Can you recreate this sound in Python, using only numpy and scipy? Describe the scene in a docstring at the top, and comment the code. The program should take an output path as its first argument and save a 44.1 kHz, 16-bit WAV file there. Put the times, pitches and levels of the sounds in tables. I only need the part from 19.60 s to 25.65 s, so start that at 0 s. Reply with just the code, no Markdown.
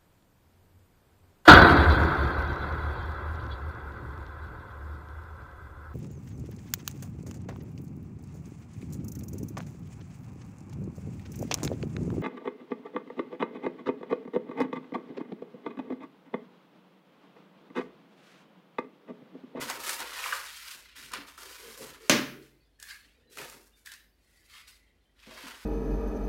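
"""Crumpled paper pushed into a small fireplace

A bare room, one microphone: someone crouches, pushes paper into the burning pile, then steps away.
Paper crinkles in dense clicks and snaps in short noise bursts; one knock rings modes of grate and firebox.
The pile scrapes as narrow noise, sleeves swish in fine clicks, feet thud as decaying sines.
A faint, unsteady high hiss of fine clicks lies under it all, with filtered-noise air and a low hum."""
import sys
import numpy as np
from scipy import signal
from scipy.fft import rfft, irfft, next_fast_len
from scipy.io import wavfile
from scipy.ndimage import map_coordinates

SR = 44100
rng = np.random.default_rng(int(sys.argv[2]) if len(sys.argv) > 2 else 0)


def wav_record(signal):
    """Record a signal, one row per channel, as 16-bit PCM in the file named by sys.argv[1]."""
    frames = np.transpose(np.atleast_2d(signal))
    bounded = np.clip(frames, -1, 1)
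    # unit amplitude maps onto the largest positive 16-bit level
    quanta = np.round(bounded * 32767).astype(np.int16)
    wavfile.write(sys.argv[1], SR, quanta)


N = 266805
TIME = np.arange(N) / SR

# squeezes of the paper; treble and low middle are against level_db:
# start_s, rise_s, hold_s, level_db, treble_db, low_middle_db
SQUEEZES = [(0, 0.0017, .035, -43, -0.5, -2.5), (0.065, 0.028, .02, -43, -3.5, 0),
            (.175, 0.12, .03, -41.5, 3, -2.5), (0.374, 0.026, .03, -44, -6, -2),
            (0.428, 0.16, .05, -42, -4.5, -5), (0.597, 0.073, .1, -43, -1, -1),
            (0.79, 0.047, .2, -49, -3.5, -19), (1.038, 0.05, .04, -47.5, -1.5, -14),
            (1.193, 0.074, .08, -60, -21, -43), (1.352, 0.014, .09, -51.5, -3.5, -15),
            (1.5, 0.029, .01, -49, -19, -2), (1.531, 0.0032, 0.012, -43.5, -28, -5),
            (1.66, 0.015, .03, -58, -1.5, -2), (1.774, 0.004, .36, -54.5, 0.5, -6),
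            (2.17, 0.0069, 0.0092, -57, 7, -4.5), (2.205, .025, 0.013, -51.5, 2, -3),
            (2.282, .015, .04, -57, -9.5, -4), (2.37, 0.1, .04, -57.5, -1.5, -7),
            (2.808, 0.019, .01, -63.5, -4.5, -16), (3.694, 0.036, .04, -61, 2.5, -25),
            (3.765, 0.016, .05, -49, -2, -5), (3.864, 0.034, .03, -62, 5, 2),
            (3.985, 0.033, 0.029, -82, 15.5, -17), (5.55, .13, 0.069, -56, -11, -15.5),
            (5.677, 0.15, .08, -49.5, -6.5, -6), (5.92, 0.1, .08, -55.5, -4, -10)]
# spectrum of the crinkling paper: frequency_hz, level_db
PAPER_SPECTRUM = [(290, -34), (500, -13), (819, -11.5), (919, -7.5), (1020, -3), (1160, -1.5), (1600, 0),
                  (2770, -1.5), (4940, -3.5), (6330, -6), (12100, -9.5), (15100, -15.5), (16000, -19.5)]
# creases that snap, peak before the echo: start_s, peak_db, treble_db, sheet_pitch_hz
SNAPS = [(0.099, -21, -6, 920), (0.293, -18.5, -3, 1570), (0.404, -26, -3, 1012), (0.639, -22.5, -18, 2310),
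         (.659, -24.5, -28, 975), (0.724, -19.5, -38, 1534), (0.729, -20.5, -36, 1190),
         (1.518, -36, -1, 1630), (1.536, -21, -6.5, 1110), (1.778, -37.5, -21, 1290),
         (1.832, -34.5, -3.5, 1190), (3.199, -41.5, 4, 1702), (3.227, -31, 6, 1897),
         (3.772, -32, -7.5, 1240), (3.785, -30.5, -12.5, 2550), (3.898, -33, 6, 2500),
         (4.26, -37, 3.5, 2370), (4.271, -36, -16, 1730), (4.318, -33, -2.5, 1765), (4.337, -38.5, 6, 2034),
         (5.882, -33, -11.5, 1129)]
# spectrum of a snapping crease: frequency_hz, level_db
CREASE_SPECTRUM = [(120, -26), (300, -7.5), (750, -5.5), (1100, -1), (2000, 2.5), (3500, -2), (6000, -3.5),
                   (9000, -5), (15500, -15)]
# contacts of the knock on the grate, against each other: start_s, level_db
KNOCK_CONTACTS = [(2.4961, 2.5), (2.4979, -5.5), (2.5147, -22)]
# spectrum of the knock's crack: frequency_hz, level_db
KNOCK_SPECTRUM = [(35, -41), (60, -24), (110, -26.5), (250, -12), (400, -7.5), (580, -10), (785, -13.5),
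                  (1280, -7.5), (1800, -9.5), (2600, -12), (4000, -13), (6200, -11.5), (8000, -19.5),
                  (15500, -27.5)]
# ringing of grate and firebox, levels against each other: pitch_hz, level_db, t60_s
GRATE_MODES = [(137.3, -11.5, 0.82), (169, -11, 0.35), (224.8, 2.5, 0.18), (248.6, 1.5, 0.27),
               (306, -14.5, 0.37), (311, -7, 0.51), (472, -6.5, .33), (550, -8, .27), (590, -4.5, 0.48),
               (1376, -11, 0.14), (1634, -5.5, 0.44), (1900, -10, 0.32), (2020, -5.5, 0.27),
               (2482, -2.5, 0.28), (2990, -13, 0.36)]
# spectrum of the air in the firebox: frequency_hz, level_db
BOOM_SPECTRUM = [(35, -27), (60, -17.5), (100, -15), (130, -9), (250, 6.5), (480, -10), (700, -17.5),
                 (1500, -35.5)]
# shifts of the body and the pile; bass is against level_db: start_s, rise_s, hold_s, level_db, bass_db
SHIFTS = [(0, 0.0024, 0.013, -47.5, 1), (0.058, 0.018, 0.12, -50, -11), (0.262, 0.015, 0.06, -50, -34),
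          (0.38, 0.031, 0.028, -47.5, -16), (0.48, 0.016, 0.35, -63.5, -72), (1.13, .03, .02, -66.5, -8),
          (1.358, 0.026, 0.11, -78.5, 14), (1.506, 0.043, 0.047, -59, 2.5),
          (1.763, 0.024, 0.11, -63, -12.5), (2.017, .04, 0.052, -66.5, 2.5),
          (2.176, 0.039, 0.072, -60.5, 6), (2.919, 0.021, 0.0064, -79, 3.5), (3.435, 0.019, 0.009, -90, 22),
          (3.561, 0.091, .06, -86.5, 17), (3.756, 0.036, 0.044, -52, -5), (3.928, 0.015, .02, -64.5, -2),
          (5.658, 0.018, 0.038, -57.5, -7), (5.723, 0.036, 0.19, -58.5, -35)]
# spectrum of the shifting body: frequency_hz, level_db
SHUFFLE_SPECTRUM = [(59, -44.5), (100, -27), (124, -11), (178, -23), (237, -1.5), (321, -6.5), (416, -2.5),
                    (777, -3.5), (860, -12.5), (900, -1.5), (1170, -23.5), (1980, -120)]
# drags of the pile over the grate: start_s, rise_s, hold_s, level_db, hollow_pitch_hz
DRAGS = [(1.78, 0.043, 0.098, -61.5, 398.6), (1.969, 0.1, 0.02, -53, 440), (2.154, 0.046, .03, -50, 470),
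         (2.31, 0.12, 0.18, -56.5, 418), (2.712, 0.021, 0.052, -50.5, 377.7),
         (2.9, 0.035, 0.019, -68.5, 322), (3.543, 0.057, .03, -72, 482), (3.686, 0.023, 0.011, -62, 433),
         (3.943, 0.038, 0.012, -61, 382)]
# soft thuds of feet and knees, level before the swell and room: start_s, level_db, pitch_hz, t60_s
THUDS = [(1.585, -39.5, 283.7, 0.21), (1.598, -54, 195, 0.17), (2.19, -49, 529, 0.3),
         (2.225, -41.5, 248, 0.3), (3.80, -39, 404, 0.082), (5.672, -44.5, 225.5, 0.23),
         (5.718, -45.5, 631, 0.16), (5.838, -40.5, 273, 0.21), (5.86, -40.5, 242, 0.15)]
# swishes of sleeves; treble and the ring of the folds are against level_db:
# start_s, rise_s, hold_s, level_db, treble_db, fold_pitch_hz, fold_ring_db
SWISHES = [(3.185, 0.05, 0.026, -61, 2, 1730, 5.5), (3.269, 0.033, 0.017, -50.5, -4.5, 1672, 1),
           (3.366, 0.064, 0.031, -69, -8.5, 1710, -21), (3.483, .03, .09, -78.5, -11, 1690, -18),
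           (4.149, 0.022, .02, -80.5, 13, 1553, 4), (4.247, 0.024, 0.01, -59.5, 5, 1670, 7),
           (4.303, 0.022, 0.017, -58.5, -14, 1787, 0), (4.55, 0.21, 0.13, -74, 3, 1997, -0.5),
           (4.878, 0.073, 0.051, -54, -7.5, 1295, -11), (5.071, 0.012, 0.021, -61.5, 2.5, 1996, -8),
           (5.151, .04, .12, -85, -19, 2030, 11)]
# spectrum of sleeve cloth: frequency_hz, level_db
SLEEVE_SPECTRUM = [(600, -29.5), (950, -9.5), (1400, -2.5), (2400, 1), (3000, -1.5), (4300, -1),
                   (6500, -5.5), (11000, -7), (15500, -15.5)]
# spectrum of the faint high hiss: frequency_hz, level_db
HISS_SPECTRUM = [(700, -23), (1500, -0.5), (2200, 1.5), (4200, -4), (6500, -9.5), (11000, -8.5),
                 (15500, -14.5)]
# spectrum of the still room air: frequency_hz, level_db
AIR_SPECTRUM = [(20, -28.5), (35, -18.5), (50, -4.5), (78, -4.5), (110, -17.5), (250, -16), (500, -21),
                (750, -25.5), (1300, -33), (4000, -34.5), (6000, -41.5), (12000, -49.5), (16000, -59)]
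# first reflections off firebox, hearth and wall, against the direct sound: mean_delay_s, gain
NEAR_WALLS = [(.0021, 0.23), (.0037, -0.077), (.0058, 0.18), (.0083, -0.054)]
# decay time of the room: frequency_hz, t60_s
ROOM_T60 = [(100, 0.14), (300, 0.55), (700, 0.3), (1500, 0.52), (4000, 0.42), (8000, 0.24), (15000, 0.64)]

# how fast each kind of movement dies away once the push stops
SQUEEZE_FADE_DB_PER_S, SHIFT_FADE_DB_PER_S = 132, 154.5
SWISH_FADE_DB_PER_S, DRAG_FADE_DB_PER_S = 174.5, 150.5
RISE_CURVE = 0.99  # exponent of a movement's rise; 1 is a straight line
CRACKLE_DB, PAPER_GRAIN_DB = -16.5, -15  # stray crackles and tone grains against the dense crinkle
GRAIN_HZ, GRAIN_OCTAVES = 800, 2.7  # lowest pitch of a tone grain and the range above it
# the duller a snap, the more of it is the ring of its sheet
SHEET_RING_DB, RING_PER_TREBLE_DB = 1.5, -1.27
# small sheets and dull snaps carry little bass
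SNAP_BASS_DB, BASS_DB_PER_OCTAVE, BASS_PER_TREBLE_DB = -3, -25, 1.5
LARGE_SHEET_HZ = 1000
SWISH_GRAIN_DB = -9  # tone grains against the fine clicks of a swish
FOLD_WIDTH_HZ = 190  # width of the ring of the stiff folds
HISS_DB = -78  # before its slow unsteadiness
AIR_DB = -74.5  # level of the air above 98 Hz
HUM_HZ, HUM_DB = 50, -71
TOP_HZ = 15900


def rustle():
    """Paper fibres buckle in dense tiny clicks and stray crackles, with a grainy tone, squeeze by squeeze."""
    level_db, treble_db, low_db = np.transpose(SQUEEZES)[3:]
    buckles = clicks(rate=2200, spread_db=1.0)
    buckles = buckles + amp(CRACKLE_DB) * clicks(rate=100, spread_db=2.5)
    buckles = buckles + amp(PAPER_GRAIN_DB) * tone_grains(count=1100, ring_s=.006, spread_db=2.0)
    crinkle = room(colour(buckles, PAPER_SPECTRUM), wet_db=-5.5, build_s=.004)
    body, crisp = split(crinkle, hz=5060)
    low, middle = split(body, hz=1330)
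    out = np.zeros(N)
    # each squeeze has its own strength and brightness
    for band, band_db in [(low, low_db), (middle, 0), (crisp, treble_db)]:
        out += unit(band) * strokes(SQUEEZES, level_db + band_db, SQUEEZE_FADE_DB_PER_S)
    return out


def snaps():
    """A crease gives way in a burst of a few milliseconds that rings its sheet; large folds sound lower."""
    out, t = np.zeros(N), TIME[:SR // 10]
    buckling = np.exp(-(t / .004) ** 2)
    for start_s, peak_db, treble_db, sheet_hz in SNAPS:
        ring_db = SHEET_RING_DB + RING_PER_TREBLE_DB * treble_db
        octaves = np.log2(sheet_hz / LARGE_SHEET_HZ)
        bass_db = SNAP_BASS_DB + BASS_DB_PER_OCTAVE * octaves + BASS_PER_TREBLE_DB * treble_db
        burst = colour(rng.standard_normal(len(t)) * buckling, CREASE_SPECTRUM)
        bass, upper = split(burst, hz=820)
        middle, treble = split(upper, hz=3680)
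        sheet = amp(ring_db) * unit(resonate(middle, sheet_hz, width_hz=200))
        snap = unit(unit(middle) + sheet)
        snap = snap + unit(treble) * amp(treble_db + 5.5) + unit(bass) * amp(bass_db)
        add(out, amp(peak_db) * snap / np.abs(snap).max(), start_s)
    return out + amp(-3.0) * reflections(out, build_s=0.0017)


def knock():
    """A hard blow with quick after-contacts: a broad crack, a boom in the firebox and the ring of the grate."""
    t = TIME[:SR]
    crack, body = np.zeros(N), np.zeros(N)
    for start_s, level_db in KNOCK_CONTACTS:
        direct = unit(rng.standard_normal(SR) * np.exp(-t / .0034))
        # each contact sends a sharp pulse to the walls, which soak up its very top
        dull, bright = split(reflections(signal.unit_impulse(SR), build_s=0.0027), hz=7560)
        echo = unit(dull + amp(-9.0) * bright)
        add(crack, amp(level_db) * (direct + amp(-1.5) * echo), start_s)
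    ring = np.zeros(SR)
    for hz, level_db, t60 in GRATE_MODES:
        mode = np.sin(2 * np.pi * hz * t) * np.exp(-np.log(1000) * t / t60)
        ring += amp(level_db) * mode * rng.choice([-1, 1])
    boom = colour(rng.standard_normal(SR), BOOM_SPECTRUM) * np.exp(-np.log(1000) * t / 0.51)
    # the heavy parts take some milliseconds to get going
    onset = 1 - np.exp(-t / 0.0047)
    add(body, (amp(-37.0) * unit(ring) + amp(-38.5) * unit(boom)) * onset, KNOCK_CONTACTS[0][0])
    return amp(-40.0) * unit(colour(crack, KNOCK_SPECTRUM)) + body


def shuffle():
    """Cloth and the paper pile slip in small jerks, heard mostly through the firebox and the room."""
    level_db, bass_db = np.transpose(SHIFTS)[3:]
    slips = room(colour(clicks(rate=700, spread_db=1.5), SHUFFLE_SPECTRUM), wet_db=4, build_s=.005)
    bass, upper = split(slips, hz=278)
    deep = unit(bass) * strokes(SHIFTS, level_db + bass_db, SHIFT_FADE_DB_PER_S)
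    return deep + unit(upper) * strokes(SHIFTS, level_db, SHIFT_FADE_DB_PER_S)


def scrape():
    """The pile drags over the grate and stirs the hollow of the firebox."""
    out = np.zeros(N)
    for start_s, rise_s, hold_s, level_db, hz in DRAGS:
        drag = stroke(start_s, rise_s, hold_s, DRAG_FADE_DB_PER_S)
        out += amp(level_db) * drag * narrow(hz, width_hz=110)
    return out


def thuds():
    """Soft contacts of feet and knees each excite one short low resonance."""
    out, t = np.zeros(N), TIME[:SR // 2]
    for start_s, level_db, hz, t60 in THUDS:
        swell = (1 - np.exp(-t / 0.0011)) * np.exp(-np.log(1000) * t / t60)
        add(out, amp(level_db) * swell * np.sin(2 * np.pi * hz * t), start_s)
    return room(out, wet_db=-12.5, build_s=.01)


def swish():
    """Threads catch and slip in fine clicks, and the stiff folds ring with them."""
    slips = clicks(rate=3000, spread_db=1.0)
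    # a negative spread makes the grains more often strong than weak
    slips = slips + amp(SWISH_GRAIN_DB) * tone_grains(count=1200, ring_s=0.019, spread_db=-3.5)
    threads = room(colour(slips, SLEEVE_SPECTRUM), wet_db=-5.0, build_s=0.00072)
    body, crisp = map(unit, split(threads, hz=4620))
    out = np.zeros(N)
    for start_s, rise_s, hold_s, level_db, treble_db, fold_hz, fold_db in SWISHES:
        cloth = body + amp(treble_db) * crisp + amp(fold_db) * narrow(fold_hz, FOLD_WIDTH_HZ)
        out += amp(level_db) * stroke(start_s, rise_s, hold_s, SWISH_FADE_DB_PER_S) * cloth
    return out


def hiss(unsteady_db=-0.5):
    """A faint, unsteady high hiss of fine clicks under everything."""
    fine = clicks(rate=4500, spread_db=3.5)
    fine = fine + amp(-2) * tone_grains(count=600, ring_s=.014, spread_db=4.0)
    drift = amp(unsteady_db * wander(low_hz=0.99, high_hz=9))
    echoed = room(colour(fine, HISS_SPECTRUM), wet_db=-0.5, build_s=.004)
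    return amp(HISS_DB) * drift * unit(echoed)


def background():
    """Still room air as coloured noise, and a low hum whose phase wavers slightly."""
    air = colour(rng.standard_normal(N), AIR_SPECTRUM)
    air = air / np.std(split(air, hz=98)[1])
    waver = unit(colour(rng.standard_normal(N), [(2, 0), (8, -20), (30, -80)]))
    hum = unit(np.sin(2 * np.pi * HUM_HZ * TIME + .12 * waver))
    return amp(AIR_DB) * air + amp(HUM_DB) * hum


def room(x, wet_db, build_s):
    """Direct sound, near walls whose distance shifts as the hands move, then diffuse reflections."""
    early = x
    for delay_s, gain in NEAR_WALLS:
        path_s = delay_s + .00015 * wander(low_hz=.3, high_hz=3)
        early = early + gain * map_coordinates(x, [(TIME - path_s) * SR], order=2)
    early = early / np.sqrt(1 + sum(gain ** 2 for _, gain in NEAR_WALLS))
    return early + amp(wet_db) * reflections(early, build_s)


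def reflections(x, build_s):
    """Diffuse echoes that build up, then die away in each octave at the room's own rate."""
    t = TIME[:SR]
    rest, tail = rng.standard_normal(SR), 0
    for hz in 125 * 2 ** np.arange(8):
        band, rest = split(rest, hz * np.sqrt(2))
        tail = tail + band * amp(-60 * t / on_log(hz, ROOM_T60))
    tail = tail * (1 - np.exp(-t / build_s))
    return signal.fftconvolve(x, tail / np.linalg.norm(tail))[:len(x)]


def clicks(rate, spread_db, jerk_db=1.5):
    """Random clicks (rate per second), most of them near the smallest size, that come in uneven jerks."""
    size = amp(spread_db * np.minimum(rng.exponential(size=N), 5))
    jerks = wander(low_hz=8, high_hz=35)
    return unit((rng.random(N) < rate / SR) * rng.choice([-1, 1], N) * size * amp(jerk_db * jerks))


def tone_grains(count, ring_s, spread_db):
    """Short decaying sines at random moments and pitches, which give the noise a grainy tone."""
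    out, t = np.zeros(N), TIME[:SR // 16]
    decay = np.exp(-t / ring_s)
    for when, pitch, size in rng.random((count, 3)):
        hz = min(GRAIN_HZ * 2 ** (GRAIN_OCTAVES * pitch), .45 * SR)
        strength = np.sqrt(hz) * amp(spread_db * min(-np.log(1 - size), 4))
        add(out, strength * decay * np.sin(2 * np.pi * hz * t), when * TIME[-1])
    return unit(out)


def narrow(hz, width_hz):
    """A resonance stirred by friction: slow noise carried on a sine and a cosine."""
    lowpass = signal.butter(2, width_hz / 2, fs=SR, output="sos")
    sway = signal.sosfilt(lowpass, rng.standard_normal((2, N)))
    phase = 2 * np.pi * hz * TIME
    return unit(sway[0] * np.cos(phase) + sway[1] * np.sin(phase))


def resonate(x, hz, width_hz):
    """One resonance, gain 1 at its centre."""
    hz = min(hz, .45 * SR)
    return signal.lfilter(*signal.iirpeak(hz, hz / width_hz, fs=SR), x)


def stroke(start_s, rise_s, hold_s, fade_db_per_s):
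    """One movement: it gathers speed, keeps it, then dies away."""
    t = TIME - start_s
    rise = np.clip(t / max(rise_s, 1 / SR), 0, 1) ** RISE_CURVE
    return rise * amp(-fade_db_per_s * np.maximum(t - rise_s - hold_s, 0))


def strokes(table, levels_db, fade_db_per_s):
    """Joint strength of overlapping movements, which add in power."""
    power = np.zeros(N)
    for row, level_db in zip(table, levels_db):
        power += (amp(level_db) * stroke(*row[:3], fade_db_per_s)) ** 2
    return np.sqrt(power)


def wander(low_hz, high_hz):
    """Slow random motion with a spread of 1."""
    hz = np.fft.rfftfreq(N, 1 / SR)
    return unit(irfft(rfft(rng.standard_normal(N)) * ((hz > low_hz) & (hz < high_hz)), N))


def colour(x, spectrum):
    """Causal (minimum-phase) filter with the given (Hz, dB) spectrum."""
    size = next_fast_len(len(x) + 4096)
    size += size % 2
    cepstrum = irfft(np.log(amp(on_log(np.fft.rfftfreq(size, 1 / SR), spectrum))))
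    # folding the cepstrum forward in time makes the filter causal
    cepstrum[1:size // 2] *= 2
    cepstrum[size // 2 + 1:] = 0
    return irfft(rfft(x, size) * np.exp(rfft(cepstrum)))[:len(x)]


def split(x, hz):
    """The parts below and above a crossover frequency."""
    hz = min(hz, .45 * SR)
    low = signal.butter(2, hz, "low", fs=SR, output="sos")
    high = signal.butter(2, hz, "high", fs=SR, output="sos")
    # each filter runs twice for a steeper crossover
    return signal.sosfilt(np.vstack([low, low]), x), signal.sosfilt(np.vstack([high, high]), x)


def on_log(hz, points):
    """Read (Hz, value) points along a log-frequency axis."""
    at, value = np.transpose(points)
    return np.interp(np.log(np.maximum(hz, 1)), np.log(at), value)


def amp(db):
    """Decibels to gain."""
    return 10 ** (np.asarray(db) / 20)


def unit(x):
    """Scale to an rms of 1."""
    return x / np.sqrt(np.mean(x ** 2))


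def add(out, x, start_s):
    """Mix x into out from time start_s."""
    start = max(int(start_s * SR), 0)
    out[start:start + len(x)] += x[:N - start]


def scene():
    """All sources at one microphone."""
    paper = rustle() + snaps()
    hearth = knock() + scrape()
    person = shuffle() + thuds() + swish()
    return (paper + hearth + person + hiss() + background())[None]


def record(dry):
    """The recorder cuts the top with a steep low-pass."""
    return signal.sosfilt(signal.ellip(10, .2, 70, TOP_HZ, fs=SR, output="sos"), dry)


dry = scene()
out = record(dry)
wav_record(out)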